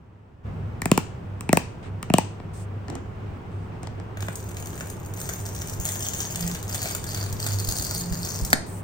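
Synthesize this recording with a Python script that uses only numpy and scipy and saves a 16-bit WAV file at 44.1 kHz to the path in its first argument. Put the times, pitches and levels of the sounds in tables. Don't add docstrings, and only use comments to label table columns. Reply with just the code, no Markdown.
import sys
import numpy as np
from scipy import signal
from scipy.fft import rfft, irfft, next_fast_len
from scipy.io import wavfile
from scipy.ndimage import uniform_filter1d

SR = 44100
rng = np.random.default_rng(int(sys.argv[2]) if len(sys.argv) > 2 else 0)


def to_wav(s):
    ch = np.atleast_2d(s).T
    pcm = np.round(np.clip(ch, -1, 1) * 32767)
    wavfile.write(sys.argv[1], SR, pcm.astype(np.int16))


N = 389403
TIME = np.arange(N) / SR
SIZE = 4096
HZ = np.maximum(np.arange(SIZE // 2 + 1) * SR / SIZE, 1)

TAP_EDGES_HZ = [100, 400, 1400, 6000, 16000]
# start in seconds, peak level in dB before a common gain,
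# low crack in dB (it tilts the colour).
BUNDLES = [(4.1718, -28.5, -1), (4.206, -28.5, -13), (4.226, -26, 0), (4.2838, -23, 3), (4.3563, -24, -37),
           (4.515, -34, -7), (4.569, -27, -13.5), (4.625, -30, -7), (4.658, -31, -19), (4.671, -34, -25),
           (4.7313, -31, 4), (4.778, -30, -11), (4.808, -24, 1), (4.87, -37, -6), (4.9002, -27.5, -19),
           (5.061, -34.5, -23), (5.1382, -29.5, -21), (5.215, -25.5, -20), (5.2916, -20, -9),
           (5.335, -27, -27), (5.4015, -33.5, -20), (5.465, -28, -18), (5.5494, -29, -22),
           (5.618, -24.5, -16), (5.697, -26, -24), (5.735, -28.5, -24), (5.8, -25.5, -39),
           (5.881, -28, -21), (5.89, -20, -19), (6.025, -25, -26), (6.135, -24, -21), (6.205, -24, -15.5),
           (6.358, -19, -20), (6.409, -22.5, -22.5), (6.4773, -18.5, -21), (6.55, -25.5, -9.5),
           (6.628, -26, -25.5), (6.693, -28.5, -23), (6.7303, -27, -17), (6.746, -19.5, -20),
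           (6.8567, -21, -6), (6.9497, -16.5, -18), (7.0413, -24, -17), (7.146, -22, -14),
           (7.228, -25.5, -14), (7.327, -23, -31), (7.465, -16, -19.5), (7.648, -24, -29.5),
           (7.6884, -18, -30), (7.7125, -25, -25), (7.7856, -18, -29), (7.823, -19.5, -25),
           (7.849, -25, -25), (7.91, -24, -14.5), (8.1248, -24.5, -17.5), (8.2495, -21.5, -21),
           (8.4495, -19.5, -29), (8.503, -23.5, -29)]
# start in seconds, level in dB,
# decay time in seconds, brightness in dB per octave.
END_BURSTS = [(8.5286, -22.5, 0.0024, -4), (8.5304, 1, 0.00084, 0), (8.5316, -13.5, 0.00194, -6.5),
              (8.5349, -10.5, 0.0011, 0.5), (8.5369, -19, 0.0042, -4.5)]
# start and end in seconds, level in dB at the start
# and at the end, ring frequency in Hz, ring level in dB, level in dB of the ring an octave below.
TUG_ROWS = [(4.205, 4.465, -58, -58, 8500, 4.5, 1), (4.551, 4.915, -51, -47.5, 6960, 1.5, -3),
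            (5.159, 5.415, -42.5, -45, 6400, 1.5, -5.5), (5.437, 5.755, -44, -49, 5760, 5.5, 0),
            (5.793, 5.948, -40, -38.5, 6640, 3.5, 3), (5.969, 6.259, -42, -40.5, 6170, 8.5, 6),
            (6.292, 6.565, -40.5, -40.5, 5960, 2, 3), (6.668, 6.935, -37, -37.5, 4550, 5, 0.5),
            (7.058, 7.248, -39, -40.5, 4570, 8.5, -3), (7.381, 8.002, -38, -34, 4460, 5.5, -3.5),
            (8.012, 8.228, -54.5, -40, 4540, 6.5, -4), (8.223, 8.532, -35, -44.5, 5560, 5.5, -2.5)]


def from_db(db):
    return 10 ** (np.asarray(db) / 20)


def rms_one(x):
    return x / np.sqrt(np.mean(x ** 2) + 1e-20)


def in_time(rows):
    s, *columns = np.transpose(rows)
    return [np.interp(TIME, s, column) for column in columns]


def at_hz(points, hz):
    points = np.array(points)
    return np.interp(np.log(np.maximum(hz, 1)), np.log(points[:, 0]), points[:, 1])


def add(out, s, sound):
    i = int(s * SR)
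    out[:, i:i + sound.shape[-1]] += sound[..., :N - i]


def drift(rate):
    knots = rng.standard_normal(4000)
    return rms_one(np.interp(TIME * rate, np.arange(len(knots)), knots))


def causal(db):
    cepstrum = irfft(np.log(from_db(db)))
    return np.exp(rfft(2 * cepstrum[..., :SIZE // 2], SIZE) - cepstrum[..., :1])


def ripple(count=36):
    places = np.linspace(0, np.sqrt(HZ[-1]), count)
    return np.interp(np.sqrt(HZ), places, rng.uniform(-2, 2, count))


def two_ports(db, lead_s, uneven=1):
    own = np.array([ripple(), ripple()])
    levels = db + uneven * (1.3 * ripple() + 1.6 * own)
    lag_s = np.array([[0], [lead_s]])
    return causal(levels) * np.exp(-2j * np.pi * HZ * lag_s)


def steady_noise(spectrum):
    # frequency in Hz, correlation of the channels from 0 to 1.
    coherence = [(25, 0.3), (60, 0.95), (130, 0.99), (380, 0.48), (950, 0.017), (2400, 0.075), (6000, 0.17),
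                 (15000, 0.24)]
    size = next_fast_len(N)
    hz = np.arange(size // 2 + 1) * SR / size
    mid, side = rfft(rng.standard_normal((2, size)))
    alike = np.clip(at_hz(coherence, hz), -1, 1)
    both = np.sqrt(1 + alike) * mid + np.sqrt(1 - alike) * side * [[1], [-1]]
    return rms_one(irfft(both * from_db(at_hz(spectrum, hz)), size)[:, :N])


def hum(hz, waver_per_s=9, waver=0.73, apart=0.16):
    shared, sideways = [drift(waver_per_s) + 1j * drift(waver_per_s) for _ in range(2)]
    unsteady = 1 + waver * shared + apart * sideways * np.array([[1], [-1]])
    return rms_one(np.real(unsteady * np.exp(2j * np.pi * hz * TIME)))


def drone(rumble_db=0.0, air_db=0.5):
    # time in seconds, rumble level in dB, air level in dB before the trims.
    course = [(0.428, -50, -55), (0.46, -33, -41.5), (1.6, -39, -43), (6.2, -38, -39.5),
              (8.3, -35.5, -38.5), (8.83, -38, -40.5)]
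    # frequency in Hz, level in dB.
    rumble_spectrum = [(13, -54), (24, -40), (43, -20), (70, -3.5), (86, -7), (97, 2.5), (111, -5),
                       (129, -7), (177, -7.5), (201, -13), (260, -17.5), (340, -52), (570, -120)]
    air_spectrum = [(150, 4), (260, -0.5), (400, 3), (560, -4), (900, -4), (1400, -10.5), (2000, -16),
                    (2800, -19.5), (4000, -30), (7000, -34), (10000, -41.5), (11500, -52.5), (14500, -41)]
    # frequency in Hz, level in dB.
    hum_tones = [(99, -40), (174, -53)]
    # centre in seconds, half length in seconds, frequency in Hz, level in dB.
    swell_rows = [(6.464, 0.12, 172, -35.5), (7.478, 0.23, 100.4, -25.5), (8.238, 0.27, 174.7, -34.5)]
    hum_start_s, hum_rise_s = 0.424, 0.048
    low_db, mid_db = in_time(course)
    out = from_db(low_db + rumble_db) * steady_noise(rumble_spectrum)
    out = out + from_db(mid_db + air_db) * steady_noise(air_spectrum)
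    running = np.clip((TIME - hum_start_s) / hum_rise_s, 0, 1)
    for hz, level_db in hum_tones:
        out = out + running * from_db(level_db) * hum(hz)
    for s, half_s, hz, level_db in swell_rows:
        swell = np.exp(-((TIME - s) / half_s) ** 2)
        out = out + from_db(level_db) * swell * hum(hz)
    return out


def room(x, colour_db, gap_s=0.0013, build_s=0.0024, count=3):
    # frequency in Hz, time in seconds to fall by 60 dB.
    decay_times = [(150, 0.17), (500, 0.51), (1400, 0.28), (3700, 0.45), (9700, 0.3), (16000, 0.11)]
    move_s = 0.045
    t, tails = TIME[:SR // 2], 0
    edges = np.geomspace(70, 18000, 13)
    for low, high in zip(edges, edges[1:]):
        hz = np.sqrt(low * high)
        band = signal.butter(2, [low, high], "band", fs=SR, output="sos")
        noise = signal.sosfilt(band, rng.standard_normal((count, 2, len(t))))
        decay = from_db(-60 * t / at_hz(decay_times, hz)) * np.clip((t - gap_s) / build_s, 0, 1)
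        tails = tails + noise * decay / np.sqrt(np.sum(decay ** 2)) * from_db(at_hz(colour_db, hz))
    place = (TIME / move_s).astype(int) % count
    out = 0
    for k, tail in enumerate(tails):
        share = uniform_filter1d(1. * (place == k), size=200)
        out = out + signal.oaconvolve(x * share, tail, axes=1)[:, :N]
    return out


def handling(bump_hz=56, bump_s=0.0079, bump_skew=0.57):
    # start in
    # seconds, time in seconds until the fade, level in dB, brightness in dB per octave.
    hiss_rows = [(1.823, 0.044, -45.5, -1.5), (2.531, 0.09, -51, 13.5), (2.882, 0.095, -37.5, -5.5),
                 (3.192, 0.19, -48, -5), (3.509, 0.14, -68.5, 9), (3.715, 0.047, -47, -4.5),
                 (3.822, 0.025, -45.5, -2), (3.971, 0.039, -43.5, -5.5), (8.659, 0.13, -46, 22)]
    # start in seconds, level in dB.
    bump_rows = [(5.791, -23.5), (6.438, -27), (7.328, -32), (7.681, -21), (7.791, -26.5), (8.112, -20.5),
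                 (8.42, -18)]
    out, t = np.zeros((2, N)), TIME[:2 * SIZE]
    # frequency in Hz, level in dB
    hiss_spectrum = [(120, -55.0), (250, 15.0), (700, 6.5), (2500, 6.0), (4500, -3.0), (8500, -5),
                     (11500, -27), (15000, -36), (17000, -38)]
    for s, length_s, level_db, tilt_db in hiss_rows:
        tilt = tilt_db * np.log2(np.maximum(HZ, hiss_spectrum[0][0]))
        colour = irfft(causal(at_hz(hiss_spectrum, HZ) + tilt))
        noise = rng.standard_normal((2, len(t)))
        hiss = rms_one(signal.oaconvolve(noise, [colour], axes=1)[:, :len(t)])
        envelope = np.clip(np.minimum(t / 0.0074, 1 + (length_s - t) / 0.041), 0, 1)
        add(out, s, hiss * from_db(level_db) * envelope)
    swing = np.sin(2 * np.pi * bump_hz * t + bump_skew * np.array([[1], [-1]]))
    thud = swing * t / bump_s * np.exp(1 - t / bump_s)
    for s, level_db in bump_rows:
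        add(out, s, from_db(level_db) * thud)
    return out


def contacts():
    # low resonance, high resonance and node in Hz.
    roll_rows = [(0.818, 3.5, 0.5, 1, 950, 1890, 2830), (0.856, 5, 2.5, -1, 670, 2300, 540),
                 (0.915, 2, 0, -5, 1020, 2750, 830), (0.976, 3.5, -0.5, -2.5, 900, 2700, 610),
                 (1.408, -3.5, 1, -2, 1100, 2180, 645), (1.491, 1, -0.2, 5.5, 830, 2500, 530),
                 (1.529, 1, 1, -1, 640, 2050, 2500), (1.571, 3, 0.5, -3.5, 860, 2300, 1300),
                 (2.028, 0.5, 0, -2, 1200, 2140, 700), (2.100, -1.5, -2, 6, 680, 2400, 530),
                 (2.138, 0, -0.5, 2.5, 660, 3000, 870), (2.183, 2, -0.4, -3, 880, 2440, 1350)]
    # thump, knock, clack and nail tick in dB before the tap trims.
    finger_rows = [(-29, -39.5, -36.5, -35.5), (-16, -25, -40, -37), (-8.5, -15, -25.5, -21),
                   (-19.5, -17.5, -28.5, -21.5)]
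    # start in seconds,
    # strength in dB, brightness in dB per octave, extra clack in dB.
    knock_rows = [(2.400, -10, -4, 16), (2.882, -2.5, 1, 6), (2.900, 2, 3, 0), (2.926, -3, -1.5, -9),
                  (2.953, 2.5, 4, -2), (3.831, -1, 4, -6), (3.871, -0.5, 2, 3.5), (3.999, -4, -0.5, 1),
                  (4.225, 0, 0.5, 4), (4.284, -1.5, -1.5, 9), (4.808, -3, 1.5, -1)]
    # thump, knock, clack and nail tick in dB before the tap trims.
    grip_db = (-35, -37.5, -45.5, -58)
    # low resonance, high resonance and node in Hz.
    grip_edge = (710, 6400, 2590)
    tilt_pivot_hz = 1500
    edges = np.array(TAP_EDGES_HZ)
    octaves = np.log2(np.sqrt(edges[1:] * edges[:-1]) / tilt_pivot_hz)
    touches = [(row[:4], finger_rows[k % len(finger_rows)], row[4:]) for k, row in enumerate(roll_rows)]
    touches += [(row, grip_db, grip_edge) for row in knock_rows]
    out = []
    for (s, strength_db, tilt_db, clack_db), hand_db, spot in touches:
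        extra_db = np.array([0, 0, clack_db, 0])
        out.append((s, hand_db + tilt_db * octaves + strength_db + extra_db, spot))
    return out


def taps(band_db=(-2., -3., -1., -1.), contact_s=0.0073, left_db=2.0):
    # frequency in Hz, level in dB.
    box_spectrum = [(50, -22), (110, -6.5), (168, 4.5), (290, 0), (480, -5.5), (680, -6.5), (950, -7),
                    (1500, -11), (2650, -11.5), (3400, -21), (4600, -19.5), (6300, -21), (7700, -16),
                    (9000, -21), (11500, -33), (13500, -32.5), (15300, -30.5), (16500, -42)]
    spot_levels = (6, 7.5, -12)
    spot_widths = (0.27, 0.41, 0.18)
    out, edges, t = np.zeros((2, N)), np.array(TAP_EDGES_HZ), TIME[:SIZE]
    box_db = at_hz(box_spectrum, HZ)
    own_db = []
    for low, high in zip(edges, edges[1:]):
        gain = from_db(box_db[(HZ >= low) & (HZ < high)])
        own_db.append(10 * np.log10(2 * np.sum(gain ** 2) / SIZE / (contact_s * SR)))
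    own_db = np.array(own_db)
    travel_s = np.array([[.00228], [.00234]])
    bending = np.exp(-4j * np.pi * travel_s * np.sqrt(1000 * HZ))
    short_waves = np.clip(HZ / 900, 0, 1)
    aim = [(200, 0.5), (600, left_db), (900, left_db), (1300, 1.5), (4500, 3.5), (8000, 2.0)]
    aim_db = at_hz(aim, HZ) * np.array([[.5], [-.5]])
    bounce = .08 * from_db(at_hz([(200, -14), (900, -2), (3500, 2), (8000, -7), (14000, -10)], HZ))
    centres = np.log(edges[1:] * edges[:-1]) / 2
    for s, levels, spot in contacts():
        touch_db = np.interp(np.log(HZ), centres, levels - own_db + band_db)
        for hz, spot_db, width in zip(spot, spot_levels, spot_widths):
            touch_db = touch_db + spot_db * np.exp(-(np.log2(HZ / hz) / width) ** 2)
        echoes = 1 + bounce * rfft(rng.standard_normal((2, SIZE)) * np.exp(-t / .002))
        response = two_ports(box_db + touch_db + aim_db, 0, short_waves)
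        add(out, s, irfft(response * bending * echoes)[:, :SIZE // 2])
    return out


def cancellations(x):
    # left dip in Hz, right dip in Hz, depth in dB (negative).
    dip_rows = [(1483, 1650, -18), (3424, 3000, -1), (6200, 2100, -8)]
    width_octaves = 0.084
    dips_db = 0
    for left, right, depth_db in dip_rows:
        octaves = np.log2(HZ / np.array([[left], [right]]))
        dips_db = dips_db + depth_db * np.exp(-(octaves / width_octaves) ** 2)
    return signal.oaconvolve(x, irfft(causal(dips_db)), axes=1)[:, :N]


def paper_click(tilt_db=0):
    # frequency in Hz, level in dB.
    paper_spectrum = [(300, -25), (650, 3), (1000, -11), (1550, -0.5), (2100, -6.5), (2950, -7.5),
                      (3700, -6), (4500, -8), (5500, -5.5), (6900, 4.5), (8000, -5), (9500, -7),
                      (11200, -15), (14000, -11.5), (15600, -9.5), (16300, -38.5)]
    t = TIME[:SIZE]
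    crack = (t == 0) + .26 * rng.standard_normal(SIZE) * np.exp(-t / .0005)
    lead_s = rng.normal(.000202, .000012)
    response = two_ports(at_hz(paper_spectrum, HZ) + tilt_db, lead_s)
    click = irfft(response * rfft(crack))[:, :SIZE // 8]
    return click / np.sqrt(np.sum(click ** 2) / 2)


def tug_shape(start, end):
    attack_s, release_s = 0.024, 0.027
    return np.clip((TIME - start) / attack_s, 0, 1) * np.exp(-np.clip((TIME - end) / release_s, 0, 20))


def effort(freed):
    creep_db, creep_growth_db = -60, 14.5
    power = from_db(creep_db + creep_growth_db * freed) ** 2
    for start, end, first_db, last_db, *_ in TUG_ROWS:
        level_db = np.interp(TIME, [start, end], [first_db, last_db])
        power = power + (tug_shape(start, end) * from_db(level_db)) ** 2
    return 10 * np.log10(power)


def tearing(uneven_db=2.0, uneven_per_s=28, count=12):
    # time in seconds, fibre breaks per second,
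    # strain that stays between slips.
    break_rows = [(4.1, 1000, 0.2), (5.0, 2200, 0.2), (5.9, 4400, 0.23), (8.5, 3600, 0.2)]
    # time in seconds, share from 0 to 1.
    freed_rows = [(4.1, 0.49), (5.95, 0), (6.45, 0.77), (7.1, 0.82), (8.5, 1)]
    # level in dB at a free share of 0,
    # change in dB at a share of 1.
    register_rows = [(0, -1.5), (-7, 1), (-22, 11), (-6.5, -2.5)]
    register_bands = [(5300, 11500), (550, 4200), (4250, 5150), (11500, 17000)]
    slips_per_s, slip_spread_db, slip_decay_s = 150, 2, 0.00071
    fibre_spread_db = 6.5
    take_up_s = 0.058
    clear_s, clear_takes_s, clear_loss_db = 7.35, 0.32, 6

    per_s, hold = in_time(break_rows)
    freed, = in_time(freed_rows)
    slip_at = (np.cumsum(rng.exponential(1, 3000)) / slips_per_s * SR).astype(int)
    slip_at = slip_at[slip_at < N]
    slips = np.zeros(N)
    slips[slip_at] = from_db(slip_spread_db * np.clip(rng.standard_normal(len(slip_at)), -2, 1.1))
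    relax = np.exp(-1 / (slip_decay_s * SR))
    strain = hold + signal.lfilter([1], [1, -relax], slips + 1e-18)

    sizes = from_db(fibre_spread_db * np.minimum(rng.standard_normal(N), 1)) * rng.choice([-1, 1], N)
    breaks = strain * sizes * (rng.random(N) < per_s / SR)
    spot = rng.integers(0, count, N)[np.cumsum(slips > 0)]
    crackle = 0
    for k in range(count):
        crackle = crackle + signal.oaconvolve([breaks * (spot == k)], paper_click(), axes=1)[:, :N]

    shares_db = [short_db + change_db * freed for short_db, change_db in register_rows]
    shares_db[1] = shares_db[1] - clear_loss_db * np.clip((TIME - clear_s) / clear_takes_s, 0, 1)
    pull_db = effort(freed) + uneven_db * drift(uneven_per_s)
    out = 0
    for band, share_db in zip(register_bands, shares_db):
        sos = signal.butter(2, band, "band", fs=SR, output="sos")
        part = signal.sosfiltfilt(sos, crackle + 1e-18)
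        power = uniform_filter1d(np.mean(part ** 2, axis=0), size=2600)
        out = out + part / np.sqrt(np.abs(power) + 1e-12) * from_db(pull_db + share_db)
    begin = (TIME - BUNDLES[0][0]) / take_up_s
    finish = (END_BURSTS[-1][0] - TIME) / 0.0082
    return out * np.clip(np.minimum(begin, finish), 0, 1)


def snaps(gain_db=13.0, usual_low_db=-19.0, low_share=0.69, top_share=0.212,
          gap_s=.001, loss_db=2.5, count=6):
    out = np.zeros((2, N))
    for s, peak_db, low_db in BUNDLES:
        excess_db = low_db - usual_low_db
        tilt = [(2500, low_share * excess_db), (5000, 0), (14000, -top_share * excess_db + 4.0)]
        tilt_db = at_hz(tilt, HZ)
        for k in range(count):
            delay_s = k * gap_s * rng.uniform(.7, 1.3)
            add(out, s + delay_s, from_db(peak_db + gain_db - k * loss_db) * paper_click(tilt_db))
    return out


def taut_strip(x):
    ring_q = 6.6
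    out = x
    for start, end, _, _, hz, ring_db, below_db in TUG_ROWS:
        pulled = x * tug_shape(start, end) + 1e-18
        for mode_hz, mode_db in ((hz, ring_db), (hz / 2, below_db)):
            ring = signal.lfilter(*signal.iirpeak(mode_hz, ring_q, fs=SR), pulled)
            out = out + (from_db(mode_db) - 1) * ring
    return out


def release(lead_s=0.00026, uneven=0.53):
    # frequency in Hz, level in dB.
    slap_spectrum = [(90, -24), (240, 9.5), (450, -2.5), (750, 8.5), (1150, -5.5), (1750, 11), (2900, -6),
                     (4100, 3.5), (5500, -1), (9000, 2.5), (11300, -12), (14000, -6.5), (16000, -20)]
    out = np.zeros((2, N))
    for s, level_db, decay_s, tilt_db in END_BURSTS:
        colour = two_ports(at_hz(slap_spectrum, HZ) + tilt_db * np.log2(HZ), lead_s, uneven)
        colour = colour / np.sqrt(np.mean(abs(colour) ** 2))
        burst = rng.standard_normal(SIZE) * np.exp(-TIME[:SIZE] / decay_s)
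        add(out, s, from_db(level_db) * irfft(rfft(burst) * colour))
    return out


def microphones(x):
    # frequency in Hz, level in dB.
    right_extra = [(4500, 0.5), (6900, -3.5), (8200, -0.5)]
    join_hz, turn_hz, turn_width_hz = 8000, 11000, 2200
    size = next_fast_len(N + SIZE)
    hz = np.arange(size // 2 + 1) * SR / size
    left, right = rfft(x, size)
    joined = np.clip((hz - join_hz) / 600 + .5, 0, 1)
    turned = left * np.exp(2j * np.arctan2(hz * turn_width_hz, turn_hz ** 2 - hz ** 2))
    right = np.sqrt(1 - joined) * right + np.sqrt(joined) * turned
    return irfft(np.array([left, right * from_db(at_hz(right_extra, hz))]), size)[:, :N]


def scene():
    lid, paper, snap = taps(), taut_strip(tearing() + snaps()), release()
    # frequency in Hz, level in dB
    lid_colour = [(170, -12), (700, -16.5), (1400, -10), (2600, -13), (4000, -5.5), (6000, -9.5),
                  (8500, -19.5), (14000, -14.0)]
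    paper_colour = [(300, -4.0), (3000, -3.5), (7000, -6.5), (14000, -2.0)]
    snap_colour = [(300, -6.5), (700, -8), (2000, -18), (6000, -8.5), (14000, -17)]
    box = cancellations(lid) + room(lid, lid_colour)
    strip = paper + room(paper, paper_colour)
    end = snap + room(snap, snap_colour, count=1)
    return box + end + strip * from_db([[.4], [-.4]]) + handling() + drone()


def record(dry):
    cutoff_hz = 17000
    low_pass = signal.cheby2(14, 60, cutoff_hz, fs=SR, output="sos")
    return signal.sosfilt(low_pass, np.clip(microphones(dry), -1, 1))


dry = scene()
out = record(dry)
to_wav(out)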